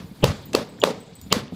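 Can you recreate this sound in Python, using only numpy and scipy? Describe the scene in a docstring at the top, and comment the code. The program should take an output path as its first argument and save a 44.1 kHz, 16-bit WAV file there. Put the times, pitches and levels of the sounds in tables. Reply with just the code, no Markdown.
"""Dog bursting balloons on a lawn

A small dog bursts four latex balloons on a mat. A short swell leads into each burst; the burst is a ripping
noise crack, ringing skin and damped swings of freed air. Hedge and walls return it as a rough noise wash with
one slap. Collar tags ring in damped modes, paws thud and drum, claws tick, leaves and latex rustle as shaped
noise."""
import sys
import numpy as np
from scipy import signal
from scipy.io import wavfile

SR = 44100
rng = np.random.default_rng(int(sys.argv[2]) if len(sys.argv) > 2 else 0)


def to_linear_factor(level_db):
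    """Convert decibel levels (scalar or array-like) to linear amplitude factors."""
    exponent = np.asarray(level_db, float) / 20
    return 10 ** exponent


def inscribe(sig):
    """Save sig as 16-bit PCM at rate SR to the path in sys.argv[1].

    A 1-D sig is mono; a 2-D sig holds one channel per row.
    Samples are clipped to [-1, 1] before scaling.
    """
    pcm = np.round(np.clip(np.atleast_2d(sig).T, -1, 1) * 32767)
    wavfile.write(sys.argv[1], SR, pcm.astype(np.int16))


N = 68355

# Bursts: [t/s, crack level/dB, thump level/dB, thump f/Hz, boom level/dB, boom f/Hz]
BURSTS = [(0.2413, -13, 3.5, 501, 0.5, 127), (0.5497, -15, 3.5, 468, -18, 253),
          (0.8375, -15, 5, 555, -26, 214), (1.3255, -8.5, -3.5, 420, -11, 198)]
# Narrow lead-in swell before each burst: [level/dB, f/Hz, width/Hz]
LEAD_INS = [(-21.5, 2950, 610), (-27.5, 2640, 130), (-26.5, 2920, 190), (-21, 2850, 830)]
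# Rings of the snapping skin, per burst: [middle level/dB, middle f/Hz, bright level/dB, bright f/Hz]
SNAPS = [(-6.5, 960, -10, 3090), (-9, 1210, -12, 4570), (-4, 1097, -8.5, 3400), (-2.5, 1153, -5.5, 4700)]
# Wall slap, per burst: [t/s, level/dB, f/Hz]
SLAPS = [(0.294, -17, 124), (0.581, -40, 460), (.872, -9, 522), (1.365, -11.5, 240)]
# Relative spectrum of tearing: [f/Hz, density/dB per Hz]
CRACK_SPECTRUM = [(880, -33), (1500, -12.5), (2460, -9.5), (3520, 0), (5830, -12), (7240, -11.5),
                  (10000, -22), (14200, -14), (14900, -30), (16000, -39)]
# Relative spectrum of the garden's return: [f/Hz, density/dB per Hz]
WASH_SPECTRUM = [(18, -36), (30, -38), (80, -4), (230, -3.5), (355, -15.5), (473, 3), (684, -10.5),
                 (1220, -6.5), (1460, -13.5), (1810, -13), (2750, -15.5), (4420, -14), (14400, -32.5),
                 (16000, -64)]
# Garden's return, per burst: [bright level/dB, low level/dB, bass level/dB]
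RETURNS = [(-25, -24.5, -11), (-27.5, -23.5, -29.5), (-25.5, -19.5, -44), (-24, -24.5, -41)]
# Bass/low and low/bright limits of the return: [f/Hz]
WASH_SPLIT_HZ = [170, 900]
# Decay of the return: [f/Hz, t60/s]
WASH_T60 = [(60, 1), (300, 1), (1000, 0.53), (4000, 0.48), (9000, 0.32), (16000, 0.27)]
# Loss once near walls stop answering: [f/Hz, loss/dB]
WASH_DROP = [(60, 15), (500, 9.5), (2000, 5.5), (5000, 5.5), (12000, 7.5)]
# Touches of the collar tags: [t/s, low tag level/dB, high tag level/dB, top pair level/dB, tick level/dB]
TINKLES = [(0.063, -60, -65, -56, -66), (0.455, -55, -63, -42.5, -64), (0.691, -79, -51, -59, -71),
           (0.8, -37.5, -53, -51, -66), (.895, -47, -75, -58, -70), (1.002, -64, -48, -57, -76),
           (1.153, -58, -44, -52, -64), (1.214, -43, -52, -45, -39)]
# Tag modes, relative to the touch: [level/dB, t60/s]
TAG_MODES = [(-11, .06), (-3, 0.17), (-3.5, .24), (0, 0.09), (-5, .07)]
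# Tag modes, two low, one high, top pair: [f/Hz]
TAG_HZ = [5740, 7020, 8055, 14605, 14842]
# Paw landings: [t/s, level/dB, f/Hz]
PAWS = [(0.043, -26, 172), (.113, -27.5, 194), (1.075, -35, 160), (1.122, -34, 166), (1.263, -26, 204),
        (1.522, -21, 223), (1.533, -20, 203)]
# Paws and balloons drumming on the mat: [t/s, level/dB, deepest part level/dB]
SCUFFLE = [(0.0, -39.5, -44), (0.158, -51, -57), (0.292, -31, -31), (0.428, -47.5, -67), (0.56, -33.5, -67),
           (0.702, -49, -60), (0.824, -40, -66), (0.98, -40, -81), (1.1, -60, -61.5), (1.268, -46, -43.5),
           (1.424, -35, -56), (1.55, -52, -52)]
# Teeth and claws nicking the latex: [t/s]
NICK_S = [.218, .532, .785, .817, 1.241, 1.304, 1.4805, 1.522]
# Nicks: [level/dB, low edge f/Hz, high edge f/Hz, t60/s]
NICKS = [(-51, 260, 1000, 0.006), (-26.5, 1100, 6900, 0.031), (-45.5, 1300, 1900, 0.04),
         (-22, 2880, 3490, 0.014), (-43.5, 4000, 7600, 0.0059), (-40, 1000, 4500, 0.017),
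         (-36, 2300, 4600, 0.006), (-33, 260, 570, 0.043)]
# Relative spectrum of leaves and rustle: [f/Hz, density/dB per Hz]
RUSTLE_SPECTRUM = [(180, -3.5), (300, -22), (502, -11.5), (737, -8.5), (1870, -18.5), (2170, -13),
                   (3400, -24), (3700, -7.5), (6520, -31.5), (8220, -9), (9710, -12), (14800, -9),
                   (15400, -57)]
# Rustle over time: [t/s, middle level/dB, treble level/dB]
RUSTLE = [(0.0, -67, -63.5), (0.314, -40, -62), (0.456, -51, -67), (0.62, -57, -67), (0.798, -53.5, -75),
          (0.932, -50, -71), (1.118, -53.5, -75), (1.346, -54.5, -58), (1.476, -75, -83), (1.55, -50, -59)]

RIP_S, RIP_EDGE_S, RIP_T60_S, RIP_SAG_T60_S = 0.004, 0.0002, 0.01, 0.035
SWELL_S, SWELL_EDGE_S, SWELL_DB_PER_S = 0.02, 0.016, 615
SWELL_THUMP_DB, SWELL_BOOM_DB = -23, -9.5  # relative to thump and boom
LEAD_IN_TONE = 0.6  # tone gain relative to the grain
AIR_ROUGH = 0.12  # noise gain in thumps, booms and middle rings
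SOFT_S = 0.0022  # rise of booms, slaps and thuds
THUMP_T60_S, THUMP_RISE_S, THUMP_LEAD_S = 0.016, 0.0025, 0.0015
BOOM_T60_S, BOOM_LEAD_CYCLES = 0.039, 0.52
SNAP_T60_S, SNAP_DELAY_S = 0.0098, 0.001423
SLAP_T60_S = 0.035
EARLIER_S, EARLIER_DB = -0.073, -30  # a burst before the start still washes out
WASH_DELAY_S, WASH_RISE_S, WASH_HOLD_S, WASH_DROP_S = 0.007, 0.0025, 0.068, 0.019
WASH_LUMPS_DB, RUSTLE_LUMPS_DB = 1.5, 3
TAG_SHIMMER, TICK_T60_S = 0.4, 0.014
PAW_T60_S = 0.063
SCUFFLE_LOW_HZ, SCUFFLE_MID_HZ, SCUFFLE_HIGH_HZ = 57, 113, 268
TREBLE_HZ = 8500
CEILING, CUTOFF_HZ = 0.97, 16400


def since(s):
    """Seconds since an event, per sample."""
    return np.arange(N) / SR - s


def rms_one(x):
    """Scale to rms 1."""
    return x / np.sqrt(np.mean(x ** 2) + 1e-20)


def at_hz(points, hz):
    """Read a table on a log-frequency axis."""
    table = np.array(points)
    return np.interp(np.log(hz), np.log(table[:, 0]), table[:, 1])


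def band(low_hz, high_hz, shape=1):
    """Fresh noise band, rms 1 before shaping; shaped in time ahead of the filter."""
    sos = signal.butter(2, [low_hz, high_hz], "band", fs=SR, output="sos")
    white = rng.standard_normal(N)
    return signal.sosfilt(sos, shape * white + 1e-18) / np.std(signal.sosfilt(sos, white))


def bank(spectrum):
    """Third-octave noise bands (centre Hz, noise) whose powers add to 1."""
    edges = 25 * 2 ** np.arange(0, 9.5, 1 / 3)
    hz = np.sqrt(edges[1:] * edges[:-1])
    gain = to_linear_factor(at_hz(spectrum, hz)) * np.sqrt(hz)  # bandwidth grows with frequency
    gain = gain / np.linalg.norm(gain)
    return [(f, g * band(a, b)) for f, g, a, b in zip(hz, gain, edges, edges[1:])]


def dying(t, t60):
    """Zero before t = 0, then 60 dB down in t60."""
    return (t >= 0) * to_linear_factor(-60 * np.maximum(t, 0) / t60)


def ring(s, db, hz, t60, rough=0.0, rise=1e-4):
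    """Damped swing from moment s; rough adds noise around its pitch."""
    t = since(s)
    shape = dying(t, t60) * np.clip(t / rise, 0, 1)
    swing = shape * np.sin(2 * np.pi * hz * t)
    if rough:
        swing = swing + rough * band(hz * 0.38, hz * 1.74, shape)
    return to_linear_factor(db) * swing


def lumps(db):
    """Slow random gain, a new value about every 12 ms."""
    knots = rng.standard_normal(N // 512 + 2)
    return to_linear_factor(db * np.interp(np.arange(N) / 512, np.arange(len(knots)), knots))


def balloons():
    """A narrow and low swell leads into each burst; then tearing crack, freed air, ringing skin, wall slap."""
    tearing = sum(x for _, x in bank(CRACK_SPECTRUM))
    out = 0
    for burst, lead_in, snap, slap in zip(BURSTS, LEAD_INS, SNAPS, SLAPS):
        s, crack_db, *air = burst
        out = out + to_linear_factor(crack_db) * rip_shape(since(s)) * tearing
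        out = out + freed_air(s, *air) + skin_rings(s, *snap)
        out = out + swell(since(s), lead_in, *air) + wall_slap(*slap)
    return out


def rip_shape(t):
    """The skin tears for a few ms, sagging, then fades."""
    tear = np.where(t < RIP_S, 1, dying(t - RIP_S, RIP_T60_S))
    return np.clip(t / RIP_EDGE_S, 0, 1) * dying(t, RIP_SAG_T60_S) * tear


def freed_air(s, thump_db, thump_hz, boom_db, boom_hz):
    """Freed air swings as a short thump and an inverted boom, both starting early."""
    thump = ring(s - THUMP_LEAD_S, thump_db, thump_hz, THUMP_T60_S, AIR_ROUGH, THUMP_RISE_S)
    boom = ring(s - BOOM_LEAD_CYCLES / boom_hz, boom_db, boom_hz, BOOM_T60_S, AIR_ROUGH, SOFT_S)
    return thump - boom


def skin_rings(s, mid_db, mid_hz, bright_db, bright_hz):
    """Snapping skin rings at two damped pitches."""
    middle = ring(s + SNAP_DELAY_S, mid_db, mid_hz, SNAP_T60_S, rough=AIR_ROUGH)
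    return middle + ring(s, bright_db, bright_hz, SNAP_T60_S, rough=0.29)


def swell(t, lead_in, thump_db, thump_hz, boom_db, boom_hz):
    """Narrow and low noise swell steeply until the burst."""
    shape = np.clip((t + SWELL_S) / SWELL_EDGE_S, 0, 1) * (t < 0)
    shape = shape * to_linear_factor(SWELL_DB_PER_S * np.minimum(t, 0))
    thump = to_linear_factor(thump_db + SWELL_THUMP_DB) * band(thump_hz * 0.5, thump_hz * 1.38, shape)
    boom = to_linear_factor(boom_db + SWELL_BOOM_DB) * band(boom_hz * 0.5, boom_hz * 2.34, shape)
    return narrow_swell(shape, *lead_in) + thump + boom


def narrow_swell(shape, db, hz, width_hz):
    """Narrow grainy noise with a steady tone at its centre."""
    grain = band(hz - width_hz / 2, hz + width_hz / 2, shape)
    tone = shape * np.sin(2 * np.pi * hz * since(0))
    return to_linear_factor(db) * (grain + LEAD_IN_TONE * tone)


def wall_slap(s, db, hz):
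    """One wall returns the burst as a soft damped swing."""
    return ring(s, db, hz, SLAP_T60_S, rough=0.16, rise=SOFT_S)


def garden_wash():
    """Dense lumpy returns from hedge and walls; burst powers add, bands die separately."""
    bursts = [(EARLIER_S, [EARLIER_DB] * 3)]
    bursts += [(p[0] + WASH_DELAY_S, r[::-1]) for p, r in zip(BURSTS, RETURNS)]  # bass first
    out = 0
    for hz, noise in bank(WASH_SPECTRUM):
        part = np.searchsorted(WASH_SPLIT_HZ, hz)
        power = sum((to_linear_factor(db[part]) * wash_shape(since(s), hz)) ** 2 for s, db in bursts)
        out = out + noise * lumps(WASH_LUMPS_DB) * np.sqrt(power)
    return out


def wash_shape(t, hz):
    """Quick rise, a drop after the hold, decay by band."""
    late = np.clip((t - WASH_HOLD_S) / WASH_DROP_S, 0, 1)
    drop = to_linear_factor(-at_hz(WASH_DROP, hz) * late)
    return np.clip(t / WASH_RISE_S, 0, 1) * drop * dying(t, at_hz(WASH_T60, hz))


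def tags():
    """Each touch rings the tags' modes, fluttering as they swing, and ticks."""
    out = 0
    hiss = band(3200, 17000)
    flutter = [1 + TAG_SHIMMER * band(14, 54) for _ in TAG_MODES]
    for s, low_db, high_db, top_db, tick_db in TINKLES:
        hits_db = (low_db, low_db, high_db, top_db, top_db)
        for hz, (mode_db, t60), hit_db, f in zip(TAG_HZ, TAG_MODES, hits_db, flutter):
            out = out + f * ring(s, hit_db + mode_db, hz, t60)
        out = out + to_linear_factor(tick_db) * dying(since(s), TICK_T60_S) * hiss
    return out


def paws():
    """Landings are soft damped thuds over low uneven drumming noise."""
    s, db, deep_db = np.transpose(SCUFFLE)
    drumming = to_linear_factor(np.interp(since(0), s, db)) * band(SCUFFLE_MID_HZ, SCUFFLE_HIGH_HZ)
    deep = to_linear_factor(np.interp(since(0), s, deep_db)) * band(SCUFFLE_LOW_HZ, SCUFFLE_MID_HZ)
    thuds = sum(ring(s, db, hz, PAW_T60_S, rough=0.086, rise=SOFT_S) for s, db, hz in PAWS)
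    return drumming + deep + thuds


def nicks():
    """Teeth and claws on the skin: short decaying noise ticks."""
    out = 0
    for s, (db, low_hz, high_hz, t60) in zip(NICK_S, NICKS):
        out = out + to_linear_factor(db) * band(low_hz, high_hz, dying(since(s), t60))
    return out


def rustle():
    """Leaves, mat and rubbing latex: lumpy noise, middle and treble come and go."""
    s, mid_db, treble_db = np.transpose(RUSTLE)
    bands = [(hz, x * lumps(RUSTLE_LUMPS_DB)) for hz, x in bank(RUSTLE_SPECTRUM)]
    mid = rms_one(sum(x for hz, x in bands if hz < TREBLE_HZ))
    treble = rms_one(sum(x for hz, x in bands if hz >= TREBLE_HZ))
    return to_linear_factor(np.interp(since(0), s, mid_db)) * mid + to_linear_factor(np.interp(since(0), s, treble_db)) * treble


def scene():
    """All sources at one microphone."""
    return (balloons() + garden_wash() + tags() + paws() + nicks() + rustle())[None]


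def top_cut(x):
    """Nothing passes above the cut-off."""
    return signal.sosfilt(signal.butter(12, 16500, fs=SR, output="sos"), x)


def record(dry):
    """Cut the top, round the peaks below the ceiling."""
    cut = signal.sosfilt(signal.cheby2(8, 40, CUTOFF_HZ, fs=SR, output="sos"), dry)
    rounded = cut / (1 + (cut / CEILING) ** 4) ** 0.25
    return top_cut(rounded)


dry = scene()
out = record(dry)
inscribe(out)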